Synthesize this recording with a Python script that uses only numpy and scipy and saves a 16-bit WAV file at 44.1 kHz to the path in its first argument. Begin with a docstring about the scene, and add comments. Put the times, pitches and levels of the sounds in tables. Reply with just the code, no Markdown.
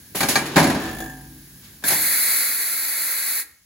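"""A pneumatic cuff press in a workshop, taken close up on a phone's microphones.
Over a small leak and a low rumble, valves puff; the carriage clatters down its rails and slams into
its stop. The sheet-metal frame rings and a loose plate chatters. Then a valve clacks open and air
hisses out of the port until it shuts, while leak and rumble die away into the quiet of the room."""
import sys
import numpy as np
from scipy import signal
from scipy.fft import rfft, irfft
from scipy.io import wavfile

SR = 44100
rng = np.random.default_rng(int(sys.argv[2]) if len(sys.argv) > 2 else 0)


def wav_record(signal):
    """Record a signal, one row per channel, as 16-bit PCM in the file named by sys.argv[1]."""
    frames = np.transpose(np.atleast_2d(signal))
    bounded = np.clip(frames, -1, 1)
    # unit amplitude maps onto the largest positive 16-bit level
    quanta = np.round(bounded * 32767).astype(np.int16)
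    wavfile.write(sys.argv[1], SR, quanta)


N = 160965

# long modes of the sheet-metal frame: pitch_hz, level_db, t60_s
FRAME_MODES = [(54.7, -29.5, 2), (96, -18, .5), (140, -23, 2.6), (178.1, -15, 1.1), (211.3, -20, 1.7),
               (233.5, -13.5, 0.72), (261.7, -14.5, 0.73), (310, -15, .65), (329, -22.5, 1.0),
               (419, -13, 0.62), (560.4, -13, .4), (679, -22, 0.62), (876, -15, 0.31), (1000, -18.5, 0.41),
               (1254, -18.5, 0.34), (1620, -26, .5), (1650, -17.5, 0.5), (2300, -27, 0.56)]
# stereo width of press and room, side against middle: frequency_hz, side_db
WIDTH = [(120, -19.5), (300, -19.5), (600, -8.5), (1500, -7), (4000, -0.5)]


def amp(db):
    """Decibels to gain."""
    return 10 ** (np.asarray(db) / 20)


def clock():
    """Time of every sample."""
    return np.arange(N) / SR


def freqs():
    """Frequency of every spectral bin."""
    return np.maximum(np.arange(N // 2 + 1) * SR / N, 1)


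def read(table, hz, column=1):
    """A table's column, interpolated on a log-frequency scale."""
    rows = np.array(table)
    return np.interp(np.log(hz), np.log(rows[:, 0]), rows[:, column])


def curve(table, t):
    """Gain from points of time_s, level_db; silent outside them."""
    return amp(np.interp(t, *np.array(table).T, left=-np.inf, right=-np.inf))


def noise_bins(colour, width):
    """Spectrum of stereo noise of rms 1; the colour sets only its shape."""
    gain, spread = amp(read(colour, freqs())), amp(read(width, freqs()))
    mid, side = rfft(rng.standard_normal((2, N)))
    stereo = np.array([mid + spread * side, mid - spread * side])
    return stereo * gain / np.sqrt(np.mean(gain ** 2) * (1 + spread ** 2))


def noise(colour):
    """Stereo noise of rms 1, as wide as the press."""
    return irfft(noise_bins(colour, WIDTH), N)


def bands(bins, count):
    """Split a spectrum into overlapping bands; yields centre_hz, sound."""
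    centres = np.geomspace(40, 15000, count)
    for hz, pick in zip(centres, np.eye(count)):
        yield hz, irfft(bins * np.interp(np.log(freqs()), np.log(centres), pick), N)


def fade(since, t60):
    """Exponential decay from time 0 on."""
    return np.exp(-np.log(1000) * np.maximum(since, 0) / t60)


def burst(start_s, rise_s, t60_s):
    """Envelope with a straight attack and an exponential release."""
    since = clock() - start_s
    return np.clip(since / rise_s, 0, 1) * fade(since - rise_s, t60_s)


def impulses(times, sizes):
    """One push at each time."""
    return np.bincount((np.asarray(times) * SR).astype(int), sizes, N)[:N]


def dying(times, sizes, t60_s):
    """Amplitude envelope of a damped body in which blows add up as energy."""
    energy_in = impulses(times, sizes ** 2) + np.finfo(float).eps ** 2
    return np.sqrt(signal.lfilter([1], [1, -fade(2 / SR, t60_s)], energy_in))


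def ring(push, modes):
    """Damped modes driven by pushes, each of either sign and shifted in phase between the channels."""
    out = 0
    for hz, db, t60 in modes:
        pole = fade(1 / SR, t60) * np.exp(2j * np.pi * hz / SR)
        swing = signal.lfilter([1], [1, -pole], push + np.finfo(float).eps)
        turn = rng.choice([-1, 1]) * np.arctan(amp(read(WIDTH, hz)))
        stereo = np.array([(swing * np.exp(1j * angle)).imag for angle in (turn, -turn)])
        out = out + rng.choice([-1, 1]) * amp(db) * stereo
    return out


def room_tone():
    """The quiet workshop: a steady low rumble with a faint hiss."""
    # spectrum of the room tone: frequency_hz, density_db
    colour = [(25, -6.5), (70, 11), (220, -4), (600, -54), (2000, -12), (6000, -3), (16000, -7)]
    return amp(-58) * noise(colour)


def leak(hold_s=1.74):
    """The line leaks and rumbles while it holds pressure; both die away as the air is let out."""
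    # spectrum of leak and rumble: frequency_hz, density_db
    colour = [(25, -16.5), (65, 1.5), (110, 0), (210, 0), (350, -9.5), (550, -20.5), (1400, -22),
              (1630, -9), (1900, -17.5), (2800, -20.5), (4300, -15.5), (7000, -17.5), (11500, -11.5),
              (16000, -14.5)]
    return amp(-45) * noise(colour) * fade(clock() - hold_s, t60=3.1)


def valve_puffs(sizzle_above_hz=8500):
    """Switching valves let out short puffs of air, each with its own share of sizzle."""
    # puffs of air: start_s, level_db, rise_s, t60_s, sizzle_db
    puffs = [(.148, -25.5, 0.0091, 0.68, 5), (.205, -27, 0.0019, 0.083, 7),
             (0.279, -22.5, 0.034, 0.25, -2.5), (.455, -30, 0.009, 0.12, -1),
             (1.61, -46.5, 0.041, 0.46, -14), (1.874, -23, 0.013, 0.064, 13)]
    # spectrum of a puff: frequency_hz, density_db
    colour = [(100, -7.5), (800, -5), (2000, 4.5), (3000, 3), (4300, 3.5), (6000, 0.5), (11000, 1.5),
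              (16000, -5)]
    air = noise_bins(colour, WIDTH)
    highpass = 1 / (1 + (sizzle_above_hz / freqs()) ** 10)
    body, sizzle = irfft(air * (1 - highpass), N), irfft(air * highpass, N)
    return sum(amp(db) * burst(start, rise, t60) * (body + amp(sizzle_db) * sizzle)
               for start, db, rise, t60, sizzle_db in puffs)


def blows(bass_hz=300, treble_hz=3500, rise_s=.00067):
    """Each blow sets the panels crashing, the frame ringing and the steel fittings clanging."""
    # blows on the frame: start_s, level_db, bass_db, treble_db, clang_db
    hits = [(.148, -23.5, -8, -27, -11), (.206, -16, -13, -1.5, -1), (0.231, -20.5, 7.5, 4.5, 4.5),
            (.286, -22, -3, 15.5, -1.5), (.356, -16, -6, 3.5, 6.5), (.362, -20.5, -12, -1, 9),
            (.559, -7.5, -22, -10, -10), (.565, -6.5, 3.5, -7, -11.5), (.577, -10, -33, -9, -31.5),
            (.587, -18, 5.5, 0, -10), (.596, -17, 7.5, 1.5, -5.5), (0.628, -17.5, -3, 0, -4),
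            (0.642, -20, 7, -1.5, 0), (.669, -20, 7, -0.5, -8), (0.698, -17.5, -4, -3, -12.5),
            (0.747, -24.5, 13, -5, -4), (.768, -41, 6, -16, 5), (1.824, -42, -10, 0, -12),
            (1.838, -32, 6, 14.5, -10), (1.904, -26, -6, 15, 2), (1.921, -23.5, -4, 6, -16)]
    # dense ringing of the panels: frequency_hz, density_db, t60_s
    panels = [(25, -30, .5), (56.2, -18.5, 1), (109, -9.5, 0.39), (190, 3.5, 0.18), (400, 1.5, 0.18),
              (463, -7, 0.47), (787, 1, 0.24), (1273, -7, 0.17), (1700, -2.5, 0.19), (2950, -13, 0.29),
              (4200, -11, 0.17), (6700, -14.5, 0.2), (10800, -14.5, 0.26), (16000, -17.5, 0.035)]
    # short modes of the fittings: pitch_hz, level_db, t60_s
    fitting_modes = [(519, -19.5, .1), (776.4, -0.5, 0.15), (1207, -3.5, .1), (1616, 1, .1),
                     (1824, -7, .09), (2262, 0, .06), (2355, -2, .07), (4056, -2.5, .06),
                     (4277, -0.5, 0.065), (4560, -2, .06), (4820, -10, .08), (6466, -8, 0.073),
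                     (6720, -13.5, .07)]
    times, db, bass_db, treble_db, clang_db = np.array(hits).T
    lag = np.exp(-1 / (rise_s * SR))
    crash = 0
    for hz, band in bands(noise_bins(panels, WIDTH), count=14):
        shelves_db = bass_db / (1 + (hz / bass_hz) ** 2) + treble_db / (1 + (treble_hz / hz) ** 2)
        envelope = dying(times, amp(db + shelves_db), read(panels, hz, column=2))
        crash = crash + band * signal.lfilter([1 - lag], [1, -lag], envelope)  # rounded attack
    frame = ring(impulses(times, amp(db)), FRAME_MODES)
    fittings = ring(impulses(times, amp(db + clang_db)), fitting_modes)
    return crash + amp(-7) * (frame + fittings)


def carriage(start_s=.18, rise_s=.14, stop_s=.89):
    """The carriage rumbles along the rails and settles to rest."""
    # spectrum of rolling on the rails: frequency_hz, density_db
    colour = [(30, -37), (70, -37), (170, -5), (350, 0), (600, -9.5), (1200, -7.5), (2200, -12),
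              (4000, -13.5), (15000, -32.5)]
    t = clock()
    rolling = np.clip((t - start_s) / rise_s, 0, 1) * fade(t - stop_s, t60=.4)
    return amp(-32.5) * noise(colour) * rolling


def plate_chatter(start_s=.7995, rate_hz=53.8, count=28, jitter_s=.0004, scatter_db=2.5):
    """After the slam a loose plate buzzes against its seat, ticking, ringing and shaking the frame."""
    # force of the chatter: time_s, level_db
    force = [(.72, -8), (.87, 2), (.94, -1), (1.0, 3), (1.06, -3), (1.13, -11.5), (1.24, -17.5), (1.3, -42)]
    # spectrum of a tick: frequency_hz, density_db
    tick_colour = [(500, 4.5), (2000, -4.5), (5000, -10), (11000, -4.5), (16000, -6)]
    # the chatter's pull on the frame: time_s, level_db
    pull = [(.72, -35), (.88, -27.5), (.99, -31.5), (1.1, -43.5), (1.28, -44), (1.32, -70)]
    # modes of the plate: pitch_hz, level_db, t60_s
    plate_modes = [(327.6, -8, 1), (756, -2, 0.25), (889, -15, 0.62), (996, -14, 0.33), (1618, -8.5, 0.77),
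                   (1654, -9.5, 0.34), (1728, 0.5, 0.27), (1778, 0, 0.21), (3420, -8.5, 0.11),
                   (6660, -14, .25), (7100, -15, 0.19)]
    timing, strength = rng.standard_normal((count, 2)).T
    times = start_s + np.arange(count) / rate_hz + jitter_s * timing
    scatter = amp(scatter_db * strength)
    sizes = curve(force, times) * scatter
    ticks = noise(tick_colour) * dying(times, sizes, t60_s=.083)
    low_modes = [(hz, db, t60) for hz, db, t60 in FRAME_MODES if hz < 370]
    groan = ring(impulses(times, curve(pull, times) * scatter), low_modes)
    plate = ring(impulses(times, sizes), plate_modes)
    return amp(-33) * ticks + amp(-39) * plate + groan


def exhaust_valve(open_s=1.84, clack_t60_s=.12):
    """The valve clacks open and the air line shudders as it empties."""
    # spectrum of the shuddering line: frequency_hz, density_db
    line_colour = [(40, -25), (90, -13), (145, 6), (200, -18.5), (270, -12.5), (450, -21), (750, 0),
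                   (1100, -34), (4000, -33)]
    # modes of the valve: pitch_hz, level_db
    valve_modes = [(296, -10), (1590, -1), (1700, -2), (3570, -8.5)]
    shudder = amp(-34) * noise(line_colour) * burst(open_s, rise_s=.048, t60_s=.43)
    push = impulses([open_s], [amp(-21.5)])
    return shudder + ring(push, [(hz, db, clack_t60_s) for hz, db in valve_modes])


def exhaust_jet(flutter_hz=43.5, flutter_db=.5, bed_echo_s=.00365):
    """A turbulent jet hisses through the resonances of the port; it weakens once and is then shut off."""
    # air flow: time_s, level_db
    flow = [(1.835, -42), (1.843, -6), (1.865, 2), (1.885, 5.5), (1.98, 4), (2.1, 4.5), (2.41, 4.5),
            (2.55, 0.5), (3.0, 0.55), (3.398, 0.3), (3.425, -8), (3.47, -42)]
    # resonances of the port: frequency_hz, density_db
    port = [(40, -36.5), (120, -32.5), (300, -21.5), (800, -20), (1100, -17.5), (1450, -10), (2150, -3.5),
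            (2500, -12), (2900, -23.5), (3230, -23.5), (3500, -13.5), (3780, -15.5), (4080, -5.5),
            (4750, -8), (5000, -21), (5350, -9), (5700, -19), (6050, -10.5), (7400, -10.5), (8400, -3.5),
            (9300, -7), (10300, -1.5), (11000, -4.5), (11700, -0.5), (13000, -2.5), (15600, -8.5)]
    # stereo width of the jet: frequency_hz, side_db
    jet_width = [(120, -25), (1300, -6), (2100, -16), (4200, -7.5), (5300, 3), (6500, 2.5)]
    t = clock()
    flutter = np.interp(t * flutter_hz, np.arange(N), rng.standard_normal(N))
    # the hiss glances off the machine's bed
    reflection = 1 + amp(-14) * np.exp(-2j * np.pi * freqs() * bed_echo_s)
    hiss = irfft(noise_bins(port, jet_width) * reflection, N)
    return hiss * curve(flow, t) * amp(-22.5 + flutter_db * flutter)


def workshop_echo(sound, build_s=.028):
    """Diffuse echo off the workshop, longer and stronger in the bass."""
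    # the room's reverberation: frequency_hz, level_db, t60_s
    room = [(60, -11, 1.2), (250, -6, 0.61), (1016, -13, 0.65), (4000, -12.5, 0.38), (12000, -21, 0.38)]
    white = noise_bins([(1, 0)], WIDTH)
    tail = 0
    for hz, band in bands(white, count=7):
        envelope = burst(0, build_s, read(room, hz, column=2))
        tail = tail + amp(read(room, hz)) * band * envelope / np.sqrt(np.sum(envelope ** 2))
    return signal.fftconvolve(sound, tail, axes=1)[:, :N]


def scene():
    """One stroke of the press from close by, with the workshop behind it."""
    press = blows() + plate_chatter() + carriage() + valve_puffs() + exhaust_valve() + exhaust_jet()
    return press + workshop_echo(press) + leak() + room_tone()


def record(dry, split_hz=6520, low_cut_hz=38, high_cut_hz=15800, ceiling=.93):
    """The phone puts one treble signal on both channels, turned in phase, and limits peaks and band."""
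    # phase by which the left channel leads: frequency_hz, lead_rad
    phase = [(6400, 0), (8550, -3.14), (10700, -6.2), (11250, -6.35), (13450, -9.42), (15300, -12.5),
             (16000, -12.57)]
    left, right = rfft(dry)
    hz = freqs()
    share = 1 / (1 + (split_hz / hz) ** 24)
    right = np.sqrt(1 - share ** 2) * right + share * left
    lead = np.interp(hz, *np.array(phase).T)
    out = irfft(np.array([left * np.exp(.5j * lead), right * np.exp(-.5j * lead)]), N)
    out = signal.sosfilt(signal.butter(2, low_cut_hz, "high", fs=SR, output="sos"), out)
    out = out / (1 + (out / ceiling) ** 8) ** (1 / 8)  # rounds the loudest peaks
    return signal.sosfilt(signal.ellip(10, .2, 80, high_cut_hz, fs=SR, output="sos"), out)


dry = scene()
out = record(dry)
wav_record(out)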